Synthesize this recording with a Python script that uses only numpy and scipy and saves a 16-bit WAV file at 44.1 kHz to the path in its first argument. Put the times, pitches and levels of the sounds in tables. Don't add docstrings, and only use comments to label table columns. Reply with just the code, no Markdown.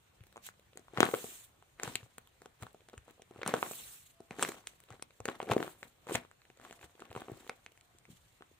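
import sys
import numpy as np
from scipy import signal
from scipy.io import wavfile
from scipy.ndimage import uniform_filter1d

SR = 44100
rng = np.random.default_rng(int(sys.argv[2]) if len(sys.argv) > 2 else 0)


def wav_out(sig):
    wavfile.write(sys.argv[1], SR, np.round(np.clip(np.atleast_2d(sig).T, -1, 1) * 32767).astype(np.int16))


def boost_factor(decibels):
    exponent = np.asarray(decibels, float) / 20
    return 10 ** exponent


N = 378810


def evened(x):
    return x / np.sqrt(np.mean(x ** 2) + 1e-20)


def peaked(x):
    return x / abs(x).max()


def read(points, hz):
    f, value = np.transpose(points)
    return np.interp(np.log(hz + 1), np.log(f + 1), value)


def add(mix, s, sound):
    part = mix[:, round(s * SR):][:, :sound.shape[1]]
    part += sound[:, :part.shape[1]]


def causal(points):
    hz = abs(np.fft.fftfreq(4096, 1 / SR))
    log_gain = np.log(boost_factor(read(points, hz)))
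    phase = -signal.hilbert(log_gain).imag
    return np.fft.ifft(np.exp(log_gain + 1j * phase)).real[:2048]


def ring(hz, cycles, size):
    turns = hz * np.arange(size) / SR
    swell_and_die = turns ** 2 * np.exp(-turns / cycles)
    fade = np.hanning(2 * size)[size:]
    return peaked(np.sin(2 * np.pi * turns) * swell_and_die * fade)


def ports(x, pan_db, lag):
    return np.array([x * boost_factor(pan_db / 2), np.roll(x, lag) * boost_factor(-pan_db / 2)])


def place(s):
    # time in seconds, lag of the right port in samples, left over right in dB.
    places = np.transpose([(.3, 7, 0), (1.05, 7, 4), (1.9, 4, 1.5), (3., 2, .5), (3.5, 1, 0),
                           (3.63, 5, -.5), (4.3, 1, .5), (5.3, 3, 1.5), (5.5, 1, 1.5), (5.65, 5, 2),
                           (7.2, 4, .5), (7.5, 1, -.5), (8.4, 7, 2.5)])
    lag = round(np.interp(s, places[0], places[1]))
    pan_db = np.interp(s, places[0], places[2])
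    return lag, pan_db


def level(bursts, rise_db_per_s, rest_db):
    t = np.arange(0, N + 64, 64) / SR
    power = boost_factor(rest_db) ** 2
    for s, db, fall in bursts:
        slope_db = np.minimum(rise_db_per_s * (t - s), abs(fall) * (s - t))
        power = power + boost_factor(db + slope_db) ** 2
    return np.interp(np.arange(N) / SR, t, np.sqrt(power))


def noise(points, same, delay_s, patchy_db, size):
    frames, hz = N // (size // 4) + 5, np.fft.rfftfreq(size, 1 / SR)
    a, b, c, d, patches = rng.standard_normal((frames, len(hz), 5)).T
    patches = uniform_filter1d(patches, size=10, axis=0)
    patches = evened(uniform_filter1d(patches, size=10, axis=1))
    likeness = np.clip(read(same, hz), -1, 1)[:, None]
    left = a + 1j * b
    right = likeness * left + np.sqrt(1 - likeness ** 2) * (c + 1j * d)
    right = right * np.exp(-2j * np.pi * hz * delay_s)[:, None]
    z = np.array([left, right]) * boost_factor(read(points, hz)[:, None] + patchy_db * patches)
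    z[:, hz > 15520] = 0
    return evened(signal.istft(z, nperseg=size, noverlap=3 * size // 4)[1][:, :N])


def creases():
    rows = list([(0.9748, -36.5, -18.5, 1520, -54.5), (1.0052, -34, -22, 2700, -25.5),
                 (1.0305, -16.5, -4, 1450, -36), (1.141, -33.5, -19.5, 1120, -55),
                 (1.8341, -32.5, -27.5, 1530, -30), (1.8772, -38, -26.5, 1380, -48),
                 (1.956, -41, -13.5, 3390, -33.5), (3.4631, -34, -21.5, 1290, -46.5),
                 (3.4772, -49, -28.5, 3300, -28.5), (3.54, -19, -14.5, 1370, -37.5),
                 (3.6284, -39, -14, 1055, -53), (4.3093, -38.5, -30, 1980, -53.5),
                 (4.4267, -46, -14, 1150, -27), (4.4318, -30.5, -16.5, 2800, -31),
                 (4.4913, -32.5, -32, 2380, -41), (5.2559, -34, -21, 1870, -36),
                 (5.287, -27.5, -18, 1300, -54), (5.4025, -42, -22.5, 960, -74),
                 (5.5174, -29.5, -12.5, 980, -53), (5.5668, -16, -28, 814, -49),
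                 (5.6282, -35, -20.5, 1540, -51), (6.145, -39, -31, 2380, -40),
                 (6.1553, -25, -15, 2400, -33.5), (7.496, -35.5, -22, 1860, -46.5)])
    # time in seconds, hollow body in dB, ring in dB, sharp edge in dB.
    dents = [(0.795, -49.5, -57.5, -59), (0.9363, -42, -50.5, -65.5), (0.986, -28.5, -42.5, -59),
             (1.0889, -30.5, -26, -69), (1.2437, -33.5, -38.5, -50), (2.747, -44.5, -48.5, -65),
             (2.9331, -46.5, -48, -63), (2.9397, -44, -44.5, -74), (3.081, -50.5, -48, -64),
             (3.1977, -48, -78, -82), (3.311, -44.5, -49.5, -66), (3.3617, -44.5, -45, -73),
             (3.7126, -35.5, -35, -50), (4.2052, -41, -58.5, -57.5), (4.388, -35, -40, -54),
             (5.2037, -40, -36.5, -49.5), (5.429, -33.5, -35, -51.5), (5.4759, -39.5, -44, -68.5),
             (5.483, -37, -41, -69.5), (5.5, -24.5, -34, -78), (5.525, -25, -44, -54),
             (5.6041, -28, -31, -62), (6.0958, -33.5, -33, -60), (6.11, -34, -29.5, -63),
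             (6.1276, -44, -40, -42), (7.152, -43, -31, -60), (7.284, -40, -35.5, -84),
             (7.2991, -36.5, -65, -73), (7.3174, -40, -61, -62), (8.409, -49.5, -46, -86.5)]
    # time in seconds, ring in dB, ring in Hz, sharp edge in dB.
    clicks = [(0.489, -35, 1560, -62), (1.0433, -29, 1870, -43.5), (1.7988, -26.5, 1780, -56.5),
              (2.625, -36.5, 1270, -49), (2.6677, -36, 1290, -59), (2.979, -38.5, 1780, -50),
              (3.4162, -29.5, 1210, -72), (3.4326, -22, 1830, -70), (3.456, -37, 1740, -63),
              (3.5514, -39, 1060, -53), (3.567, -30, 1320, -60), (4.45, -19, 1840, -52),
              (4.5199, -32.5, 1490, -53), (4.672, -31, 2460, -37), (4.803, -49, 1980, -59),
              (5.0249, -37, 2770, -38.5), (5.3, -48, 1010, -51), (5.5801, -27, 1470, -50),
              (5.8305, -27.5, 1930, -66), (6.089, -34, 2200, -67.5), (6.314, -45, 1500, -64.5),
              (6.6505, -36, 1350, -62), (6.7273, -38.5, 1420, -54), (7.0042, -42, 2920, -53),
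              (7.115, -36, 930, -63), (7.1761, -31, 955, -64), (7.6635, -31.5, 2270, -55),
              (7.7762, -48, 1940, -63), (8.0539, -44.5, 2080, -68.5), (8.423, -37, 1360, -70)]
    # time in seconds, ring in dB, ring in Hz, sharp edge in dB.
    folds = [(0.369, -39.5, 1030, -56), (0.774, -38.5, 1950, -43.5), (1.1478, -38, 1450, -57),
             (2.1824, -38, 1270, -46.5), (2.4193, -42.5, 1580, -57), (2.459, -38, 1384, -52.5),
             (2.8874, -45, 1600, -58), (3.2207, -44, 2040, -54), (4.395, -27, 1640, -49),
             (4.905, -39, 1110, -54), (4.925, -69, 1970, -57), (4.9968, -46, 1390, -73),
             (5.2814, -29, 1640, -49), (5.416, -48, 1480, -60), (5.4911, -31, 1830, -69),
             (5.5347, -24, 1100, -39), (5.6787, -31.5, 1290, -67), (6.0701, -36.5, 1040, -60),
             (6.25, -44.5, 1156, -80), (6.5018, -43, 2310, -86), (6.599, -44.5, 1350, -65),
             (6.7107, -36.5, 2650, -60), (6.843, -43.5, 1500, -56), (6.9955, -46, 1660, -64),
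             (7.0214, -36, 1180, -61), (7.111, -47, 1700, -63), (7.1633, -28, 1040, -56),
             (7.2072, -66, 1300, -58), (7.2196, -33, 1250, -70), (7.467, -44, 1100, -69)]
    # time in seconds, ring in dB.
    muffled = [
        (0.3602, -38),
        (0.3775, -37.5),
        (0.883, -43.5),
        (1.6254, -45),
    ]
    rows += [(s, body_db, ring_db, 1100, edge_db) for s, body_db, ring_db, edge_db in dents]
    rows += [(s, ring_db - 21, ring_db, hz, edge_db) for s, ring_db, hz, edge_db in clicks]
    rows += [(s, ring_db - 7.5, ring_db, hz, edge_db) for s, ring_db, hz, edge_db in folds]
    rows += [(s, ring_db - 19.5, ring_db, 1100, ring_db - 26.5) for s, ring_db in muffled]
    return sorted(rows)


def snaps(rows):
    edge = causal([(2000, -7.5), (4500, -2.5), (8000, 1), (15000, -22.5)])
    # pitch in Hz, width in Hz, level in dB.
    body = [(267, 161, -4), (421, 126.5, 0), (654, 137, -4)]
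    out, t = np.zeros((2, N)), np.arange(2048) / SR
    fade = np.hanning(4096)[2048:]
    lead = 130
    away = abs(np.arange(300) - lead) / SR
    for s, body_db, ring_db, hz, edge_db in rows:
        u = rng.random(600)

        tune, weight_db = 1 + .25 * (u[6:9] - .5), 7 * (u[9:12] - .5)
        hollow = np.zeros(2048)
        for (f, width, db), k, w in zip(body, tune, weight_db):
            hollow += boost_factor(db + w) * np.sin(2 * np.pi * f * k * t) * np.exp(-np.pi * width * t)
        soft_start = (1 - np.exp(-t / .0007)) ** 2
        push = np.pad(peaked(hollow * soft_start), (lead - 70, 0))[:2048]

        slips = np.zeros(400)
        at = [0, 12 + int(30 * u[0]), 60 + int(200 * u[1])]
        slips[at] = 1, .6 * (2 * u[2] - 1), .25 * (2 * u[3] - 1)
        tone = ring(hz, cycles=0.31, size=600) + 0.57 * ring(2.2 * hz, cycles=0.3, size=600)
        swing = np.convolve(slips, tone)

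        crowding = np.exp(-away / .00025) + .25 * np.exp(-away / .0015)
        splinters = (2 * u[300:] - 1) ** 3 * crowding
        sharp = peaked(np.convolve(splinters, edge)[:2048])

        x = boost_factor(body_db - 0.5) * push + boost_factor(edge_db + 11.5) * sharp
        x[lead - 25:][:len(swing)] += boost_factor(ring_db - 2.5) * peaked(swing)

        lag, pan_db = place(s)
        shift = 5 + int(8 * u[5])
        far_face = 0.089 * (np.roll(x, shift) - np.roll(x, -shift)) * [[-1], [1]]
        sign = np.sign(u[4] - .5)
        add(out, s - lead / SR, sign * fade * (ports(x, pan_db, lag) + far_face))
    return out


def pops():
    # time in seconds, crack in dB, crack length in seconds, rebound in dB.
    events = [
        (1.005, -1, .00005, -10),
        (5.5136, -17, .0001, -30),
        (6.1513, -16, .00008, -25),
    ]
    out, t = np.zeros((2, N)), np.arange(-64, 1024) / SR
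    after = np.maximum(t, 0)
    for s, crack_db, length, rebound_db in events:
        crack = np.exp(-abs(t) / length) * np.where(t < 0, 1, 1 - after / length)
        dying = boost_factor(-60 * after / .013)
        rebound = -np.cos(2 * np.pi * 270 * after) * (1 - np.exp(-after / length / 2)) * dying
        lag, pan_db = place(s)
        add(out, s + t[0], ports(boost_factor(crack_db) * crack + boost_factor(rebound_db) * rebound, pan_db, lag))
    return out


def pats():
    # time in seconds, peak in dB, pitch in Hz.
    taps = [(0.216, -45, 92), (0.986, -31.5, 142), (1.88, -38.5, 131.5), (1.957, -48.5, 117.7),
            (2.036, -44.5, 102), (2.629, -37.5, 98), (2.985, -41.5, 70), (3.391, -49, 115),
            (3.468, -35.5, 167), (4.313, -39.5, 163), (4.49, -40, 169), (4.917, -43.5, 105),
            (5.211, -42.5, 90.4), (5.515, -27, 103), (6.154, -33, 94), (6.846, -49.5, 65),
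            (7.109, -46.5, 88), (7.169, -40, 111.6), (7.323, -38, 116), (8.105, -45.5, 169)]
    # time in seconds, peak in dB, pitch in Hz.
    rub = [
        (8.086, -56.5, 192.4),
        (8.118, -55, 198),
        (8.134, -52.5, 158),
        (8.516, -54.5, 380),
    ]
    out = np.zeros((2, N))
    for s, db, hz in taps + rub:
        swing = boost_factor(db - 2.0) * ring(hz, cycles=0.29, size=5000)
        add(out, s - 0.98 / hz, ports(swing, 1.5, lag=5))
    return out


def crackle():
    # pitch in Hz, level in dB per Hz.
    colour = [(150, -7.5), (450, -4), (1200, -9), (4000, -18.5), (9000, -32.5)]
    # time in seconds, level in dB, fall in dB per second.
    working = [(.78, -57, 139), (.98, -35, 202), (1.04, -35.5, 134.5), (1.15, -50.5, 55), (1.83, -41, 96),
               (2.43, -61, 112), (2.63, -46, 285.5), (2.94, -57.5, 297.5), (3.1, -51.5, 574),
               (3.35, -54.5, 56.5), (3.48, -35, 83), (4.32, -53, 67), (4.41, -36, 111), (4.92, -46, 366),
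               (5.29, -39.5, 250), (5.42, -47, 169), (5.52, -30, 488.5), (5.6, -37.5, 162),
               (5.85, -54.5, 360.5), (6.1, -37, 203.5), (6.16, -32.5, 356), (6.62, -50, 81),
               (6.83, -50.5, 294), (7.01, -52.5, 77), (7.17, -46.5, 102), (7.3, -50.5, 67)]
    clumps = boost_factor(3. * evened(uniform_filter1d(rng.standard_normal(N), size=900)))
    out = np.zeros((2, N))
    for lag, hz in zip((6, 2, 8, 4, 0, 10, 3, 7), np.geomspace(200, 9000, 8)):
        struck = rng.random(N) < 240 / SR
        clicks = boost_factor(2.8 * np.minimum(rng.exponential(1, N), 4)) * struck
        clicks = clicks * clumps * rng.choice([-1, 1], N)
        grain = ring(hz, cycles=0.25, size=900) * boost_factor(read(colour, hz)) * hz
        crisp_start = ring(2.7 * min(hz, 3000), cycles=.3, size=80)
        grain[:80] += .5 * abs(grain).max() * crisp_start
        out += ports(signal.oaconvolve(clicks, grain)[:N], 1.8, lag)
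    return boost_factor(-7.5) * evened(out) * level(working, rise_db_per_s=496, rest_db=-75.5)


def scuffs():
    # time in seconds,
    # hollow body in dB, ring in dB, sharp edge in dB.
    crinkles = [(0.2074, -63, -53, -73), (0.238, -61, -52.5, -62), (0.2688, -61, -58, -58),
                (0.3268, -64, -51.5, -57), (0.4661, -75, -46.5, -38.5), (0.5403, -64, -60, -76),
                (0.5966, -58.5, -56, -59), (0.733, -57, -53, -78), (0.7585, -49.5, -65, -64),
                (0.9826, -43.5, -32, -57), (1.1134, -48, -35, -48), (1.1398, -20, -33, -51),
                (1.1485, -34.5, -33, -50), (1.187, -40, -53.5, -48), (1.2666, -54, -46, -51),
                (1.2888, -54, -68, -51), (1.4571, -72, -59, -64.5), (1.9566, -69, -48, -60),
                (2.0311, -55, -49, -64), (2.2739, -76, -52, -58.5), (2.6337, -44.5, -44, -49),
                (2.6485, -72, -72, -67), (2.7307, -78, -76, -62), (2.8075, -59.5, -55, -81),
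                (2.8198, -58, -71, -79), (2.8982, -58, -50, -60), (3.1092, -54.5, -56, -56),
                (3.1821, -57.5, -65, -77), (3.3941, -43, -81.5, -70), (3.4195, -40, -36, -64.5),
                (3.4334, -32, -33.5, -63), (3.4835, -37.5, -48.5, -56.5), (3.4897, -44, -47, -57),
                (3.5728, -42, -48.5, -54), (3.5857, -39, -48, -54), (3.6087, -49, -50, -58),
                (3.6528, -48, -65, -56), (3.6887, -46, -56, -55), (3.7179, -54, -65, -35),
                (3.7345, -57, -40, -47), (3.7555, -62, -64, -40), (4.4774, -58, -38, -41),
                (4.488, -55, -32.5, -38), (4.609, -72, -56, -67), (4.7363, -62, -56, -75),
                (4.8033, -77.5, -58, -53), (4.8383, -63, -53, -55), (4.8883, -63, -52, -68),
                (4.9437, -48.5, -71, -77), (5.1075, -59, -50.5, -77), (5.1554, -68.5, -71.5, -71.5),
             (5.1656, -70.5, -73, -80), (5.299, -37, -39, -64), (5.416, -57, -38.5, -68),
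             (5.4607, -47, -51, -64), (5.471, -42, -46, -71), (5.5058, -33.5, -39, -65),
             (5.5285, -34, -39, -60), (5.5362, -41, -34, -42), (5.5515, -34, -49, -61.5),
             (5.567, -26, -38, -60), (5.604, -40, -55, -61), (5.6217, -36, -61, -63),
             (5.6458, -40, -43, -50), (5.717, -64, -55, -66), (5.8304, -42.5, -62, -60),
             (6.0795, -43.5, -48.5, -61), (6.1218, -27, -39, -60), (6.1335, -52, -51, -47.5),
             (6.4182, -72, -50.5, -77), (6.453, -64, -51.5, -77.5), (6.5753, -57, -57, -68),
             (6.5883, -73, -61, -77), (6.6144, -69, -48, -64), (6.699, -56, -49, -65),
             (6.7926, -60, -50, -78), (6.8128, -57, -48, -67), (6.829, -55, -46, -58),
             (6.9538, -55, -54, -71), (7.054, -55, -46, -62), (7.1046, -55, -49, -71),
             (7.129, -48, -43, -50.5), (7.2074, -64, -66, -51), (7.222, -43, -51, -70),
             (7.2457, -54, -65, -71), (7.303, -51, -65, -70), (7.3178, -36, -63, -54),
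             (7.3738, -57, -70, -58), (7.447, -56, -52, -71), (7.4769, -56, -46, -53),
             (7.517, -49, -54, -70), (7.529, -72, -58, -72), (7.6965, -66, -75, -80),
             (7.721, -59.5, -57.5, -62), (7.9512, -59, -72, -85), (8.0914, -53, -61.5, -75)]
    rows, out, lead = crinkles, np.zeros((2, N)), 150
    t = (np.arange(900) - lead) / SR
    burst = np.exp(-np.where(t < 0, -t / 0.00058, t / 0.00061))
    grit = rng.standard_normal((len(rows), 900)) * burst
    mid = signal.sosfilt(signal.butter(2, [900., 3500.], "band", fs=SR, output="sos"), grit)
    top = signal.sosfilt(signal.butter(4, 5000., "high", fs=SR, output="sos"), grit)
    for (s, body_db, ring_db, edge_db), a, b in zip(rows, mid, top):
        body_hz = 420. * boost_factor(2 * np.tanh(b[lead]))
        x = boost_factor(body_db - 1.5) * ring(body_hz, cycles=0.42, size=900)
        x = x + boost_factor(ring_db) * peaked(a) + boost_factor(edge_db + 6.0) * peaked(b)
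        add(out, s - lead / SR, ports(x, 1.0, lag=4))
    return out


def ticks():
    # time in seconds, peak in dB.
    lifts = [
        (6.5733, -57),
        (7.72, -59),
        (7.811, -51.5),
        (7.9863, -55),
        (8.285, -63.5),
    ]
    return snaps([(s, 2 * db, db - 4, 2200, db - 5.0) for s, db in lifts])


def leak():
    # time in seconds, hiss in dB.
    squeezes = [
        [(.99, -85), (1.03, -51.5), (1.15, -45.5), (1.3, -47), (1.42, -53.5), (1.47, -63.5), (1.53, -76)],
        [(3.45, -66), (3.5, -59), (3.62, -46.5), (3.77, -46), (3.96, -51.5), (4.05, -59.5), (4.15, -71.5)],
        [(5.35, -73), (5.55, -62), (5.65, -54), (5.76, -63), (5.9, -70)],
    ]
    t = np.arange(N) / SR
    return sum(boost_factor(np.interp(t, *np.transpose(squeeze), left=-120, right=-120)) for squeeze in squeezes)


def hiss():
    # pitch in Hz, level in dB per Hz.
    colour = [(500, -7.5), (1400, -2.5), (3000, 3), (5000, 3.5), (7500, 2), (14000, -5.5)]
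    # pitch in Hz, level in dB.
    seam = [(3500, -3), (5000, -5.5), (8000, 0.5), (14000, 3)]
    # time in seconds, hiss in dB, fall in dB per second.
    slides = [(.468, -45.5, 494), (1.85, -47.5, 102), (2.63, -57.5, 457.5), (4.42, -41, 137),
              (4.68, -60.5, 132), (5.28, -62.5, 62), (6.14, -41, 390), (6.65, -62.5, 63), (6.76, -61, 500),
              (6.84, -66, 400), (7.16, -63.5, 42), (7.39, -60.5, 81), (8.11, -63.5, 82)]
    leaking = leak()
    gain = np.hypot(level(slides, rise_db_per_s=484, rest_db=-79), leaking)
    jerks = uniform_filter1d(rng.standard_normal(N), size=600)
    jerks = evened(uniform_filter1d(jerks, size=600))
    jerky_db = 4 / (1 + (gain / boost_factor(-58)) ** 2)
    air = noise(colour, [(1000, 0.22)], 0.00027, patchy_db=2.1, size=512)
    jet = signal.oaconvolve(air, causal(seam)[None], axes=1)[:, :N]
    share = (leaking / gain) ** 2
    return boost_factor(-3.5 + jerky_db * jerks) * (air + share * (jet - air)) * gain


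def room(x):
    # pitch in Hz, seconds to fall by 60 dB.
    decay = [(150, 0.19), (500, 0.22), (1500, 0.18), (3000, 0.16), (8000, 0.035), (15000, 0.11)]
    taps = np.zeros((2, SR // 2))
    at = np.arange(120, SR // 2 - 20, 20)
    at = at + rng.integers(0, 20, (2, len(at)))
    np.put_along_axis(taps, at, rng.choice([-1., 1.], at.shape), 1)
    hz, t, z = signal.stft(taps, SR, nperseg=256)
    z[1] += (z[0] - z[1]) / (1 + (hz[:, None] / 130.0) ** 4)
    dying = boost_factor(-60 * t / np.maximum(read(decay, hz), .02)[:, None])
    tail = signal.istft(z * dying, SR, nperseg=256)[1]
    return signal.fftconvolve(x, tail / np.linalg.norm(tail[0]), axes=1)[:, :N]


def background():
    # pitch in Hz, level in dB per Hz.
    rumble = [(25, 25), (60, 8.5), (115, 9), (200, -7), (450, -6), (1400, -8.5), (3500, -12),
              (15000, -23.5)]
    # pitch in Hz, likeness from 0 to 1.
    alike = [(60, 1), (130, 0.79), (300, 0.087), (1000, 0.)]
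    # start in seconds, end in seconds, pitch in Hz, level in dB, drift in Hz per second.
    hums = [
        (0., 0.86, 196, -77, -3),
        (4.113, 4.302, 672, -72, -5.),
        (6.6, 6.96, 665, -71, 120.),
        (7.7, 8.1, 703, -81, -5.),
    ]
    out = boost_factor(-63) * noise(rumble, alike, 0, patchy_db=1.8, size=1024)
    for start, end, hz, db, drift in hums:
        t = np.arange(round((end - start) * SR)) / SR
        hum = np.sin(2 * np.pi * (hz + drift * t / 2) * t) * np.hanning(len(t)) ** .5
        add(out, start, boost_factor(db) * hum * np.ones((2, 1)))
    return out


def scene():
    pouch = snaps(creases()) + pops() + pats() + crackle() + scuffs()
    return pouch + ticks() + hiss() + boost_factor(-13.5) * room(pouch) + background()


def roll_off(x):
    return signal.sosfilt(signal.butter(12, 16820, fs=SR, output="sos"), x)


def record(dry):
    # pitch in Hz, level in dB.
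    left_port = [(3000, 2), (4100, 0.5), (4900, -6.5), (6500, -3.5), (8300, 7), (9800, 3), (11500, -2.5),
                 (14000, 0.5)]
    # pitch in Hz, level in dB.
    right_port = [(3000, 1.5), (4100, 1.5), (4900, -3.5), (6900, 5), (9000, 0.5), (11500, 0), (13800, 8),
                  (15000, 5)]
    mix = signal.oaconvolve(dry, np.array([causal(left_port), causal(right_port)]), axes=1)[:, :N]
    mix = signal.sosfilt(signal.butter(2, 100., "high", fs=SR, output="sos"), mix)
    mix = np.tanh(mix)
    treble_cut = signal.firwin(191, 16300, window=("kaiser", 8), fs=SR)
    mix = signal.oaconvolve(mix, treble_cut[None], "same")
    return roll_off(mix)


dry = scene()
out = record(dry)
wav_out(out)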